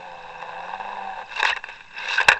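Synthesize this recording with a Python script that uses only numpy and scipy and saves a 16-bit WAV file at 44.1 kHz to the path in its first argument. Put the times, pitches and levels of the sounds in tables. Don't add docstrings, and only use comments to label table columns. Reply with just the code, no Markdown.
import sys
import numpy as np
from scipy import signal
from scipy.fft import rfft, irfft
from scipy.io import wavfile
from scipy.ndimage import uniform_filter1d

SR = 44100
rng = np.random.default_rng(int(sys.argv[2]) if len(sys.argv) > 2 else 0)


def transcribe(u):
    v = np.clip(np.atleast_2d(u).T, -1, 1)
    q = np.round(v * 32767).astype(np.int16)
    wavfile.write(sys.argv[1], SR, q)


N = 105531
TIME = np.arange(N) / SR

# centre in Hz, width in Hz, lift in dB.
HOUSING = [(416.7, 59, 8.5), (525.3, 116, 8.5), (836, 243, 6.5), (947, 262, 10), (1318, 172, -14),
           (1603, 262, 11), (1764, 40, 5), (2638, 306, 21), (3490, 74, 2.5), (3790, 574, 16.5),
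           (5000, 320, 8), (5600, 140, 10)]

# time in seconds, rate in Hz.
BEAT_RATE = [(0.0, 174.3), (0.026, 183), (0.052, 186.5), (0.086, 174.7), (0.17, 172.6), (0.194, 168.4),
             (0.536, 167.3), (0.842, 198.7), (0.984, 198.8), (1.148, 189.3), (1.194, 197.5), (1.25, 195.9)]
# time in seconds, level in dB.
BUZZ_LEVEL = [(0, -44), (.05, -41), (.36, -39.5), (.42, -37), (.56, -35.5), (.76, -32.5), (.79, -47.5),
              (.81, -30.5), (.86, -34.5), (.884, -34), (.91, -31.5), (1.12, -35.5), (1.225, -32.5),
              (1.245, -52), (1.33, -46.5), (1.45, -57), (2.39, -69)]
# time in seconds, level in dB.
HUM_LEVEL = [(0, -58.5), (.2, -63.5), (.45, -62), (.6, -58.5), (.72, -60), (.9, -57.5), (1.08, -54),
             (1.15, -68.5), (1.235, -59), (1.29, -84.5), (2.39, -89)]
# multiple of the beat rate, level in dB before the resonances.
HUM_PARTIALS = [(1, 0.5), (2, -12), (2.5, -12.5), (3, -9.5), (3.5, -5.5), (4, 1.5), (4.5, -8.5), (5, -9)]
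# time in seconds, peak in dB.
HARD_BEATS = [(.426, -19.5), (.493, -23.5), (0.606, -22.5), (.694, -27), (.738, -22), (.8, -20),
              (.851, -21.5), (.89, -26), (1.191, -24)]
# frequency in Hz, level in dB.
ENGINE_COLOUR = [(100, -11.5), (300, -19), (450, -15.5), (750, 0.5), (1100, 0.5), (1600, -4), (2600, -18.5),
                 (3800, -24), (5000, -33), (7800, -37)]
# centre in Hz, width in Hz, lift in dB.
ENGINE_PATH = [(517.3, 51, 9), (773, 25, 8)]
WEAK_BEAT_DB, BEAT_SPREAD_DB, JITTER_S = -8, 2.5, 0.00013
PUFF_S, PUFF_DB, WASH_DB = 0.0022, -17.5, -25.5
BUZZ_LOW_HZ = 356
HUM_WAVER_DB, HUM_WANDER_RAD = 0.91, 0.11

# frequency in Hz, level in dB.
FLOOR_COLOUR = [(15, 20.5), (30, -8), (70, -0.5), (200, -2), (400, -8), (1000, -44), (4000, -16),
                (7800, -19)]
FLOOR_DB = -51.5

# start in seconds, peak in dB, contact length in seconds,
# frequency in Hz above which the contact is dull, frequency in Hz below which it is thin.
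KNOCKS = [(0.418, -29, 0.0056, 3576, 1193), (1.2935, -38, 0.0035, 3000, 1202),
          (1.3612, -20, 0.0019, 6000, 2493), (1.429, -4, 0.0027, 3500, 100), (1.449, -6, 0.0079, 3900, 990),
          (1.4975, -15, 0.0028, 6000, 300), (1.509, -23.5, 0.006, 5030, 60),
          (1.563, -17, 0.0047, 2600, 1220), (1.57, -17.5, 0.0072, 1800, 1514),
          (1.588, -48, 0.0023, 1200, 910), (1.6389, -18.5, 0.0061, 2000, 1500),
          (1.687, -23, 0.0034, 3000, 298.7), (1.693, -25, 0.012, 3000, 196),
          (1.806, -31.5, .004, 3000, 609.6), (2.203, -8, 0.0025, 2900, 400),
          (2.209, -9.5, 0.0097, 2870, 406), (2.229, -20.5, 0.0041, 6000, 300),
          (2.2835, 5, 0.0099, 4060, 54.6), (2.2965, -3, 0.0104, 1590, 1100),
          (2.316, -3.5, 0.0068, 1750, 1290), (2.327, -8.5, 0.0073, 2370, 1580),
          (2.339, -16.5, 0.0069, 1400, 1500)]
# frequency in Hz, level in dB.
KNOCK_COLOUR = [(40, -4), (250, -19.5), (450, -7.5), (800, -7.5), (1300, 4.5), (1900, 3), (2700, -9),
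                (3800, -10), (5000, -13), (6200, -7), (7800, -3)]
# frequency in Hz, level in dB against the knock's peak,
# time in seconds to die by 60 dB.
RINGS = [(866, -37, .15), (1063, -43.5, 0.19), (1694, -28.5, 0.24), (1680, -27, 0.15), (1660, -25, 0.061),
         (1795, -29, .13), (2410, -24, .1)]
CHATTER_DB = -17
CONTACT_RISE, CLICK_AT = 0.088, 0.22

# time in seconds, level in dB.
RUB_LEVEL = [(1.275, -47.5), (1.295, -43), (1.32, -34), (1.355, -41), (1.364, -32), (1.385, -33),
             (1.405, -22.5), (1.422, -38.5), (1.436, -29.5), (1.448, -32.5), (1.462, -21.5), (1.508, -22.5),
             (1.545, -38.5), (1.585, -42), (1.615, -50.5), (1.66, -43), (1.7, -39), (1.75, -42),
             (1.79, -45), (1.87, -50.5), (1.92, -46), (1.99, -32.5), (2.06, -31.5), (2.12, -27),
             (2.17, -26.5), (2.21, -24.5), (2.245, -35), (2.28, -33), (2.33, -34), (2.39, -43)]
# frequency in Hz, level in dB.
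RUB_COLOUR = [(100, -25), (300, -17), (450, -4.5), (800, -1), (1300, 12), (2000, 5.5), (2700, 0),
              (3800, -6.5), (5000, -12.5), (6200, -14.5), (7800, -21.5)]
# time in seconds, lift in dB.
RUB_TREBLE = [(1.3, 3), (1.39, 8), (1.5, 2.5), (1.54, -5), (1.75, 2), (1.95, -3), (2.05, 5), (2.16, 13),
              (2.21, -3.5), (2.36, -5)]
# time in seconds, lift in dB.
RUB_LOWS = [(1.3, 3.5), (1.37, 2), (1.41, 6), (1.438, 17.5), (1.47, -4.5), (1.51, 1), (1.59, 7), (1.7, 3),
            (1.85, -1), (2.0, 1), (2.12, 0.5), (2.18, -4), (2.23, 7.5), (2.36, 13)]
RUB_TREBLE_HZ, RUB_LOWS_HZ = 3900, 1110
SLIPS_PER_S, SLIP_SPREAD_DB, RUB_FLUTTER_DB = 3300, 1, 1.5

SQUEAKS_PER_S, SQUEAK_CYCLES = 110, 6.5
SQUEAK_LOW_HZ, SQUEAK_HIGH_HZ, SQUEAK_TILT_DB = 1990, 5860, -2

# start in seconds, peak in dB, starting pitch in Hz.
BUBBLES = [(1.364, -22, 2697), (1.485, -29, 2700), (1.498, -19.5, 2870), (1.527, -15.5, 1815),
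           (2.096, -21, 2710), (2.119, -20, 2690), (2.179, -10.5, 1534), (2.188, -12, 1520),
           (2.303, -17.5, 1670), (2.369, -22.5, 1584)]
BUBBLE_SWELL_S = 0.0034
PITCH_RISE_PER_S = 3

# centre in seconds, level in dB, length in seconds.
THUDS = [(1.53, -49, 0.03), (2.269, -44, 0.018), (2.34, -42.5, 0.032)]
THUD_HZ = 50

INPUT_BAND_HZ, CUTOFF_HZ = 7900, 14800


def from_db(db):
    return 10 ** (np.asarray(db) / 20)


def rms_one(x):
    return x / np.sqrt(np.mean(x ** 2) + 1e-20)


def in_time(rows):
    return np.interp(TIME, *np.transpose(rows))


def drift(rate):
    low_pass = signal.butter(2, rate, fs=SR, output="sos")
    return rms_one(signal.sosfilt(low_pass, rng.standard_normal(2 * N))[N:])


def lift_db(hz, resonances):
    return sum(lift / (1 + (2 * (hz - centre) / width) ** 2) for centre, width, lift in resonances)


def response(colour, resonances=(), size=131072):
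    hz = np.arange(size // 2 + 1) * SR / size
    points = np.array(colour)
    db = np.interp(np.log(hz + 1), np.log(points[:, 0]), points[:, 1]) + lift_db(hz, resonances)
    cepstrum = irfft(np.log(from_db(db)))
    cepstrum[1:size // 2] *= 2
    cepstrum[size // 2 + 1:] = 0
    return np.exp(rfft(cepstrum))


def filtered(x, gains):
    return irfft(rfft(x, 2 * (len(gains) - 1)) * gains)[:N]


def engine_buzz(cycles, path):
    beats = np.flatnonzero(np.diff(np.floor(cycles)))
    timing, strength = rng.standard_normal((2, len(beats)))
    at = np.clip(beats + (JITTER_S * SR * timing).astype(int), 0, N - 1)
    weak = np.arange(len(beats)) % 2
    clicks = np.zeros(N)
    clicks[at] = from_db(WEAK_BEAT_DB * weak + BEAT_SPREAD_DB * np.minimum(strength, 1))
    puffs = signal.lfilter([1], [1, -np.exp(-1 / (PUFF_S * SR))], clicks)
    noise_level = from_db(PUFF_DB) * puffs + from_db(WASH_DB)
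    drive = clicks + noise_level * rng.standard_normal(N)
    high_pass = signal.butter(6, BUZZ_LOW_HZ, "high", fs=SR, output="sos")
    buzz = filtered(signal.sosfilt(high_pass, drive), path)
    buzz = buzz / np.sqrt(uniform_filter1d(buzz ** 2, size=3000))
    return from_db(in_time(BUZZ_LEVEL)) * buzz


def hard_beats(path):
    impulses = np.zeros(N)
    impulse_peak = np.abs(irfft(path)).max()
    for start, db in HARD_BEATS:
        impulses[int(start * SR)] = from_db(db) / impulse_peak
    return filtered(impulses, path)


def engine_hum(rate, cycles):
    hum = 0
    for multiple, db in HUM_PARTIALS:
        waver = HUM_WAVER_DB * multiple * drift(16)
        level = from_db(db + lift_db(multiple * rate, HOUSING + ENGINE_PATH) + waver)
        wander = HUM_WANDER_RAD * multiple * drift(5)
        hum = hum + level * np.sqrt(2) * np.sin(2 * np.pi * multiple * cycles + wander)
    return from_db(in_time(HUM_LEVEL)) * hum


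def engine():
    rate = in_time(BEAT_RATE)
    cycles = np.cumsum(rate) / SR
    path = response(ENGINE_COLOUR, HOUSING + ENGINE_PATH)
    return engine_buzz(cycles, path) + hard_beats(path) + engine_hum(rate, cycles)


def background():
    return from_db(FLOOR_DB) * rms_one(filtered(rng.standard_normal(N), response(FLOOR_COLOUR)))


def knocks(size=16384):
    body = irfft(response(KNOCK_COLOUR, HOUSING))[:size]
    out, t = np.zeros(N + size), TIME[:size]
    for start, db, contact_s, dull_hz, thin_hz in KNOCKS:
        swell = 1 - np.exp(-t / (CONTACT_RISE * contact_s))
        contact = swell * np.exp(-(t / contact_s) ** 4)
        force = from_db(CHATTER_DB) * rng.standard_normal(size) * contact
        force[int(CLICK_AT * contact_s * SR)] += 1
        force = signal.sosfilt(signal.butter(2, dull_hz, fs=SR, output="sos"), force)
        force = signal.sosfilt(signal.butter(1, thin_hz, "high", fs=SR, output="sos"), force)
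        knock = signal.fftconvolve(force, body)[:size]
        ring = 0
        for hz, level, t60 in RINGS:
            ring = ring + from_db(level - 60 * t / t60) * np.sin(2 * np.pi * (hz * t + rng.random()))
        out[int(start * SR):][:size] += from_db(db) * (knock / np.abs(knock).max() + swell * ring)
    return out[:N]


def rubbing():
    happens = rng.random(N) < SLIPS_PER_S / SR
    strength = from_db(SLIP_SPREAD_DB * np.minimum(rng.exponential(1, N), 4))
    slips = happens * rng.choice([-1, 1], N) * strength
    rub = filtered(slips, response(RUB_COLOUR, HOUSING))
    rub = rub / np.sqrt(uniform_filter1d(rub ** 2, size=1500))
    treble = signal.sosfiltfilt(signal.butter(4, RUB_TREBLE_HZ, "high", fs=SR, output="sos"), rub)
    lows = signal.sosfiltfilt(signal.butter(4, RUB_LOWS_HZ, fs=SR, output="sos"), rub)
    rub = rub + (from_db(in_time(RUB_TREBLE)) - 1) * treble
    rub = rub + (from_db(in_time(RUB_LOWS)) - 1) * lows
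    return rub * from_db(in_time(RUB_LEVEL) + RUB_FLUTTER_DB * drift(70))


def rising_tone(hz, t):
    return np.sin(2 * np.pi * hz * t * (1 + PITCH_RISE_PER_S * t / 2))


def squeaks(size=2048):
    out, t, level = np.zeros(N + size), TIME[:size], in_time(RUB_LEVEL)
    for when, pitch, strength in rng.random((int(SQUEAKS_PER_S * N / SR), 3)):
        at = int(when * N)
        hz = SQUEAK_LOW_HZ * (SQUEAK_HIGH_HZ / SQUEAK_LOW_HZ) ** pitch
        age = t * hz / SQUEAK_CYCLES
        gain = strength * from_db(level[at] + SQUEAK_TILT_DB * np.log2(hz / SQUEAK_LOW_HZ))
        out[at:at + size] += gain * age * np.exp(1 - age) * rising_tone(hz, t)
    return out[:N]


def bubbles():
    out = np.zeros(N)
    for start, db, hz in BUBBLES:
        t = np.maximum(TIME - start, 0)
        swell = (t / BUBBLE_SWELL_S * np.exp(1 - t / BUBBLE_SWELL_S)) ** 2
        out += from_db(db) * swell * rising_tone(hz, t)
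    return out


def thuds():
    low_pass = signal.butter(2, THUD_HZ, fs=SR, output="sos")
    rumble = rms_one(signal.sosfilt(low_pass, rng.standard_normal(N)))
    return rumble * sum(from_db(db) * np.exp(-((TIME - centre) / length) ** 2) for centre, db, length in THUDS)


def scene():
    handling = knocks() + rubbing() + squeaks() + thuds()
    return (engine() + background() + handling + bubbles())[None]


def record(dry):
    input_band = signal.ellip(10, 0.2, 80, INPUT_BAND_HZ, fs=SR, output="sos")
    narrow = signal.sosfilt(input_band, dry)
    clipped = narrow / (1 + narrow ** 8) ** (1 / 8)
    return signal.sosfilt(signal.cheby2(12, 70, CUTOFF_HZ, fs=SR, output="sos"), clipped)


dry = scene()
out = record(dry)
transcribe(out)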